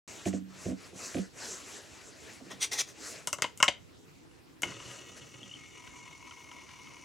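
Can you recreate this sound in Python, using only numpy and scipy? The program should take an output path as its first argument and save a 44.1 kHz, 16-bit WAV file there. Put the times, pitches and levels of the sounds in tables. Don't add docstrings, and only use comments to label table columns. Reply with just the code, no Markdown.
import sys
import numpy as np
from scipy import signal
from scipy.io import wavfile

SR = 44100
rng = np.random.default_rng(int(sys.argv[2]) if len(sys.argv) > 2 else 0)


def wav_out(sig):
    wavfile.write(sys.argv[1], SR, np.round(np.clip(np.atleast_2d(sig).T, -1, 1) * 32767).astype(np.int16))


N = 310464
TIME = np.arange(N) / SR
HALF_OCTAVES_HZ = 22 * 2 ** (np.arange(20) / 2)


def from_db(db):
    return 10 ** (np.asarray(db) / 20)


def unit_rms(x):
    return x / np.sqrt(np.mean(x ** 2) + 1e-20)


def at_hz(curve, hz):
    points_hz, values = np.transpose(curve)
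    return np.interp(np.log(hz), np.log(points_hz), values)


def butter(x, hz, kind, order=2):
    sos = signal.butter(order, np.clip(hz, 10, .45 * SR), kind, fs=SR, output="sos")
    return signal.sosfilt(sos, x)


def pan(x, left_db):
    return x * from_db(np.array([[left_db], [-left_db]]) / 2)


def add(out, start_s, sound):
    at = int(start_s * SR)
    out[..., at:at + sound.shape[-1]] += sound[..., :N - at]


def swell(t, rise_s, fall_s):
    return np.exp(-.5 * (t / np.where(t < 0, rise_s, fall_s)) ** 2)


def step(at_s, width_s):
    return .5 + .5 * np.tanh((TIME - at_s) / width_s)


def drift(rate_hz):
    hop, warmup = 40, 2000
    pole = np.exp(-2 * np.pi * rate_hz * hop / SR)
    noise = rng.standard_normal(N // hop + warmup + 2)
    slow = signal.lfilter([1], [1, -2 * pole, pole * pole], noise)[warmup:]
    return np.interp(np.arange(N) / hop, np.arange(len(slow)), unit_rms(slow))


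def grains(per_s, spread_db):
    sizes = from_db(spread_db * np.minimum(rng.exponential(1, N), 4)) * rng.choice([-1, 1], N)
    return unit_rms(sizes * (rng.random(N) < per_s / SR))


def coloured(draw, spectrum, correlation, balance, flicker_db):
    sources = [(draw(), draw()) for _ in range(2)]
    out = 0
    for k, band in enumerate(zip(HALF_OCTAVES_HZ, HALF_OCTAVES_HZ[1:])):
        hz = np.sqrt(band[0] * band[1])
        if hz < spectrum[0][0]:
            continue
        mid, side = butter(sources[k % 2], band, "band", order=3)
        alike = np.clip(at_hz(correlation, hz), 0, .995)
        pair = np.sqrt(1 + alike) * mid + np.sqrt(1 - alike) * side * [[1], [-1]]
        gain = from_db(at_hz(spectrum, hz) + flicker_db * drift(rate_hz=8.6))
        out = out + gain * pan(pair, at_hz(balance, hz))
    return unit_rms(out)


def resonate(force, modes, ring=1):
    out = 0
    for k, (hz, width_hz, db) in enumerate(modes):
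        r = np.exp(-np.pi * width_hz / ring / SR)
        poles = [1, -2 * r * np.cos(2 * np.pi * hz / SR), r * r]
        gain = (-1) ** k * from_db(db) * (1 - r * r) / 2
        out = out + gain * signal.lfilter([1, 0, -1], poles, force)
    return out


def touched(modes, spread_db):
    return np.array(modes) + np.outer(rng.normal(0, spread_db, len(modes)), [0, 0, 1])


def blow(modes, bands_hz, levels_db, attack_s, chatter_s, chatter, ring):
    t = TIME[:SR // 2]
    bounces = rng.standard_normal(len(t)) * np.exp(-t / chatter_s)
    force = chatter * unit_rms(bounces) / np.sqrt(len(t))
    force[0] += 1
    body = resonate(force + 1e-18, modes, ring)
    parts = [butter(body, band, "band", order=3) for band in bands_hz]
    return sum(from_db(db) * part / np.std(part[t < attack_s]) for part, db in zip(parts, levels_db))


def workshop(x, wet_db, width, gap_s=.0036):
    # f/Hz, T60/s
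    t60 = [(100, .2), (1000, .21), (3000, .23), (7000, .21), (14000, .16)]
    t = TIME[:SR // 2]
    tail = 0
    for band in zip(HALF_OCTAVES_HZ, HALF_OCTAVES_HZ[1:]):
        decay = from_db(-60 * t / at_hz(t60, band[1]))
        tail = tail + butter(rng.standard_normal((2, len(t))), band, "band") * decay
    mid, side = unit_rms(tail * (t > gap_s)) / np.sqrt(len(t))
    echoes = mid + width * side * [[1], [-1]]
    return x + from_db(wet_db) * signal.fftconvolve(x, echoes, axes=1)[:, :N]


def room_air():
    # f/Hz, relative density/dB
    spectrum = [(15, -51), (25, -38.5), (82, -14), (161, -14.5), (190, -13.5), (256, -33), (285, -18.5),
                (335, -2.5), (439, -23), (545, -28.5), (754, -24), (840, -28), (3820, -36), (6000, -37.5),
                (16000, -52)]
    # f/Hz, left-right correlation
    correlation = [(60, .07), (180, 0), (550, 0), (1650, 0), (4970, .46), (15000, .42)]
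    # f/Hz, left minus right/dB
    balance = [(60, -7.5), (180, -1), (550, -1), (1650, 1), (4970, -0.5), (15000, 0.5)]
    rush = coloured(lambda: rng.standard_normal(N), spectrum, correlation, balance, flicker_db=2.5)
    return from_db(-56) * rush


def jacket():
    # peak t/s, level/dB, rise/s, fall/s
    strokes = [(0.1, -49.5, .06, 0.11), (0.27, -44, 0.0099, 0.025), (0.342, -55.5, 0.01, 0.032),
               (0.66, -50, 0.079, .04), (0.855, -54, 0.049, 0.037), (1.03, -44, 0.042, 0.084),
               (1.165, -49, .03, 0.057), (1.452, -42, 0.047, 0.1), (1.72, -49.5, 0.058, 0.1),
               (1.98, -58.5, 0.22, 0.24), (2.3, -55, 0.07, 0.069), (2.5, -60.5, 0.069, 0.14),
               (3.082, -45.5, 0.064, 0.084), (4.71, -57, .03, 0.025), (4.93, -54, 0.11, 0.062),
               (5.178, -52.5, 0.012, .014), (5.26, -64.5, .02, 0.023)]
    # f/Hz, relative density/dB
    nylon_spectrum = [(1470, -19), (2500, -17.5), (3690, -12), (4340, 4), (5070, 4.5), (6600, 13),
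                      (8270, 10), (11800, -14), (14600, -13), (16000, -35)]
    cloth_spectrum = [(120, -38), (200, -5.5), (238, -4), (334, -0.5), (486, 2), (845, -7.5), (1970, -3.5),
                      (3870, -12), (5000, -8.5), (6500, -38), (11000, -120)]
    # f/Hz, left-right correlation
    correlation = [(60, 0.19), (180, 0.79), (550, 0.79), (1650, 0.77), (4970, 1), (15000, 0.83)]
    # f/Hz, left minus right/dB
    balance = [(60, -2), (180, -2), (550, 0), (1650, 5.5), (4970, 0.5), (15000, 0.5)]
    firm_swish_db, firm_fold_db, still_below_db = -44.5, -47, -67
    swish = np.sqrt(sum((from_db(db) * swell(TIME - peak_s, rise_s, fall_s)) ** 2
                        for peak_s, db, rise_s, fall_s in strokes))
    moving = swish / np.hypot(swish, from_db(still_below_db))
    fold = moving * from_db(firm_fold_db) * (swish / from_db(firm_swish_db)) ** .54
    threads = lambda: grains(per_s=14000, spread_db=1.5)
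    nylon = coloured(threads, nylon_spectrum, correlation, balance, flicker_db=2.6)
    cloth = coloured(threads, cloth_spectrum, correlation, balance, flicker_db=2.7)
    return swish * nylon + fold * cloth


def bench_bumps():
    # t/s, boom/dB, rattle/dB, judder length/s, ring time factor
    bumps = [(0.256, -31, -48.5, .01, 1.9), (0.33, -35.5, -55, .01, 1.8), (0.656, -34.5, -60, .075, 0.63),
             (0.928, -52.5, -77, .03, 0.21), (1.145, -33.5, -50, .055, 0.55), (2.403, -51, -74, .01, 0.74),
             (2.459, -52.5, -76, .01, 1.2), (2.517, -53.5, -76, .01, 1), (4.655, -49.5, -74, .045, 0.26),
             (5.09, -59.5, -80, .045, .6), (5.409, -56, -78, .03, 0.97)]
    # f/Hz, width at ring=1/Hz, gain/dB
    modes = [(95, 15, -9), (189, 7, 3), (203, 16, -3), (241, 13, -1), (267, 10, 2), (295, 12, 0),
             (350, 45, -8), (420, 45, -12), (485, 35, -6), (560, 35, -5), (620, 40, -6), (700, 50, -12),
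             (2000, 1500, -22), (3200, 1200, -24)]
    bands_hz = [(40, 430), (430, 850), (1100, 5000)]
    rebound_loss_db = np.array([1.4, 2.3, 2])
    rebound_s, jitter, knock_re_boom_db = .0205, .1174, -4.5
    out = np.zeros(N)
    for start_s, boom_db, rattle_db, judder_s, ring in bumps:
        for k, late_s in enumerate(np.arange(0, judder_s, rebound_s)):
            slip_s = (k > 0) * rebound_s * jitter * rng.standard_normal()
            levels_db = np.array([boom_db, boom_db + knock_re_boom_db, rattle_db]) - k * rebound_loss_db
            bump = blow(modes, bands_hz, levels_db, attack_s=.025, chatter_s=.007, chatter=.9, ring=ring)
            add(out, start_s + late_s + slip_s, bump)
    return workshop(pan(out, left_db=-4), wet_db=-18, width=2.5)


def plate_scrapes():
    strokes = [(0.275, -43.5, 0.0044, 0.0099, 13), (2.514, -47, 0.008, 0.021, 16),
               (2.629, -27, .011, 0.018, -7.5), (2.718, -40, 0.0022, .008, 6),
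               (2.733, -31.5, .0086, 0.011, 2.5), (2.765, -40.5, 0.011, 0.02, 9),
               (2.793, -27.5, 0.0068, 0.011, -6), (2.809, -30, 0.0055, 0.0082, 1),
               (2.885, -51, 0.011, 0.027, 11)]
    # f/Hz, width at ring=1/Hz, gain/dB
    modes = [(1894, 37, 4), (2088, 13, 5.5), (2300, 30, -4), (2604, 240, -11), (3340, 220, 2),
             (4040, 520, -2.5), (4955, 90, 2), (5380, 44, 3.5), (5970, 39, 5), (5750, 35, 3.5),
             (6460, 220, 4), (7400, 160, -2.5), (7950, 140, -4.5), (9070, 310, -6.5), (12100, 120, -12)]
    # f/Hz, relative density/dB
    spectrum = [(180, -37), (300, 4), (1030, 7), (1210, 7), (2070, 11.5), (4590, -5.5), (5250, -15),
                (9240, -1), (16000, -12)]
    # f/Hz, left-right correlation
    correlation = [(60, 0.31), (240, 0.81), (950, 0.82), (3770, 0.54), (15000, 0.15)]
    # f/Hz, left minus right/dB
    balance = [(60, -4.0), (240, -0.5), (950, 2), (3770, 7.5), (15000, 0)]
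    grit = coloured(lambda: grains(per_s=3000, spread_db=5), spectrum, correlation, balance, flicker_db=2)
    catches = grains(per_s=4300, spread_db=1)
    out = np.zeros((2, N))
    for peak_s, db, rise_s, fall_s, bass_db in strokes:
        near = np.abs(TIME - peak_s) < .15
        t = TIME[near] - peak_s
        ringing = unit_rms(resonate(catches[near], touched(modes, spread_db=3), ring=.6))
        slips = from_db(-7) * grit[:, near] + from_db(-1) * pan(ringing, left_db=.8)
        scrape = butter(slips, 1900, "high") - from_db(bass_db) * butter(slips, 770, "low")
        add(out, peak_s + t[0], from_db(db) * swell(t, rise_s, fall_s) * scrape)
    return workshop(out, wet_db=-14.5, width=.12)


def clack(ring_db, thud_db, knock_db, hardness_db, chatter_s):
    # f/Hz, width at ring=1/Hz, gain/dB
    plate_modes = [(117, 68, -12.5), (328, 500, -12.5), (592, 52, -1.5), (987, 50, 0), (1134, 66, -1.5),
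                   (1230, 99, -2.5), (1436, 164, -3.5), (1990, 230, -6.5), (2162, 75, 2.5), (2540, 53, -5),
                   (2736, 244, -0.5), (2934, 200, 3.5), (3830, 280, -15.5), (3780, 170, -15.5),
                   (5010, 206, -7), (5185, 190, -9), (5780, 350, -5.5), (6420, 300, -4.5), (7200, 470, -6),
                   (8430, 1100, -12), (10900, 2400, -23)]
    snap_db = ring_db + hardness_db
    sizzle_db = ring_db - 14.5 + 2.2 * hardness_db
    bands_hz = [(80, 700), (800, 1650), (1800, 4000), (4200, 9000), (9500, 15500)]
    levels_db = [thud_db, knock_db, ring_db, snap_db, sizzle_db]
    modes = touched(plate_modes, spread_db=2)
    return blow(modes, bands_hz, levels_db, attack_s=.0045, chatter_s=chatter_s, chatter=1, ring=.68)


def plate_clacks():
    # t/s, ring/dB, thud/dB, knock/dB, hardness/dB
    contacts = [(3.2727, -35, -42, -37, 6), (3.329, -31, -42, -33, 3.5), (3.385, -49.5, -46, -42, 0.5),
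                (3.421, -25.5, -38, -29, 1), (3.442, -30.5, -36, -33, -11.5),
                (3.575, -56.5, -73.5, -68.5, 10), (3.6017, -33, -42.5, -31, -7.5),
                (3.627, -14.5, -35, -19, -4), (3.6404, -29, -44, -31.5, -0.5),
                (3.6805, -19.5, -32, -38.5, -14.5), (3.6844, -26, -31.5, -38, -4),
                (4.6204, -45, -51.5, -46, 9), (4.6323, -25.5, -36.5, -34, -8)]
    # t/s, ring/dB
    taps = [(4.312, -64), (4.68, -48), (4.719, -46), (4.801, -47.5), (5.875, -50), (6.31, -47.5),
            (6.514, -48), (6.691, -52.5), (6.871, -51.5)]
    out = np.zeros(N)
    for start_s, ring_db, thud_db, knock_db, hardness_db in contacts:
        chatter_s = .0089 * 2 ** ((-29 - ring_db) / 20)
        add(out, start_s, clack(ring_db, thud_db, knock_db, hardness_db, chatter_s))
    for start_s, db in taps:
        add(out, start_s, clack(db, thud_db=db - 23, knock_db=db - 3, hardness_db=-10, chatter_s=.0052))
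    return workshop(pan(out, left_db=3), wet_db=-15, width=.39)


def tip_squeals():
    squeals = [(5.413, 2870, -49.5, 0.0073), (5.432, 3150, -37, 0.00078), (5.439, 3150, -44, 0.0018),
               (5.496, 2930, -46, .002), (5.517, 2845, -41.5, 0.004), (5.54, 2956, -36.5, 0.0015),
               (5.56, 2900, -50, 0.0037)]
    wander_hz = 90 * drift(rate_hz=164)
    wander_rad = 2 * np.pi * np.cumsum(wander_hz) / SR
    out = 0
    for peak_s, hz, db, sigma_s in squeals:
        envelope = from_db(db) * swell(TIME - peak_s, sigma_s, sigma_s)
        out = out + envelope * np.sin(2 * np.pi * hz * TIME + wander_rad)
    return out


def whir_gain(levels_db, lift, release_s=4.64, settle_s=.38):
    down_db, up_db, wobble_db = levels_db
    unsettled = np.exp(-np.maximum(TIME - release_s, 0) / settle_s)
    return (TIME > release_s) * from_db(down_db + (up_db - down_db) * lift + wobble_db * unsettled)


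def spinning_top():
    # t/s, spin rate/Hz
    spin = [(4.63, 32.7), (5.5, 44.2), (7.04, 39)]
    # f/Hz, width at ring=1/Hz, gain/dB
    resting_modes = [(1254, 57, 5.5), (1450, 360, -8), (1931, 42, 2.5), (2603, 110, -0.5), (2913, 96, 6),
                     (3336, 27, -0.5), (3560, 71, -2.5), (4380, 44, -2)]
    lifted_modes = [(2180, 60, 0), (2380, 120, -14)]
    bending_modes = [(995, 75, 0), (1130, 70, -9)]
    tip_modes = [(4730, 250, -16), (5120, 110, 3.5), (5200, 480, -1), (5750, 94, 6.5), (6200, 570, 1),
                 (7400, 140, -17), (8940, 190, -9), (9740, 2000, -18)]
    fast_tip_modes = [(6300, 670, 0.5), (7290, 120, 6), (7220, 250, 1), (8230, 1400, -9)]
    bench_modes = [(121.2, 11, 9.5), (255, 87, -11), (330, 67, 0.5), (557, 18, 1)]
    # plate down/dB, plate up/dB, offset in the first wobble/dB
    resting_db = (-61.5, -61.5, 11.5)
    lifted_db = (-67, -59, -1)
    bending_db = (-75.5, -60.5, 18)
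    hiss_db = (-61, -60.5, 7)
    rumble_db = (-65.5, -77, 16.5)
    lift = step(at_s=5.56, width_s=.07)
    free = step(at_s=5.77, width_s=.15)
    fast = 1 - step(at_s=6.3, width_s=.22)

    turns = np.cumsum(np.interp(TIME, *np.transpose(spin))) / SR
    turn_db, wobble_db = 3, 1.6
    pressure = from_db(turn_db * np.cos(2 * np.pi * turns) + wobble_db * drift(rate_hz=19))
    force = pressure * grains(per_s=4000, spread_db=6)
    fine_force = np.sqrt(pressure) * grains(per_s=15000, spread_db=9)

    resting = unit_rms(butter(resonate(force, resting_modes), 1240, "high"))
    plate = (whir_gain(resting_db, lift) * resting
             + whir_gain(lifted_db, lift) * unit_rms(resonate(force, lifted_modes))
             + whir_gain(bending_db, free) * unit_rms(resonate(force, bending_modes))
             + tip_squeals())

    fast_force = pressure * grains(per_s=8500, spread_db=5)
    hiss = unit_rms(resonate(fine_force, tip_modes))
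    hiss += fast * unit_rms(resonate(fast_force, fast_tip_modes, ring=.9))
    tip = whir_gain(hiss_db, lift) * butter(hiss, 3500, "high") / np.sqrt(1 + fast ** 2)

    bench = whir_gain(rumble_db, lift) * unit_rms(butter(resonate(force, bench_modes), 970, "low"))
    whir = pan(plate, left_db=4.5) + pan(tip, left_db=-.5) + pan(bench, left_db=-2.5)
    return workshop(whir, wet_db=-11, width=.21)


def scene():
    return room_air() + jacket() + bench_bumps() + plate_scrapes() + plate_clacks() + spinning_top()


def record(dry):
    start_s, cutoff_hz = .077, 15900
    lowpass = signal.ellip(10, .2, 80, cutoff_hz, fs=SR, output="sos")
    return signal.sosfilt(lowpass, dry * (TIME > start_s))


dry = scene()
out = record(dry)
wav_out(out)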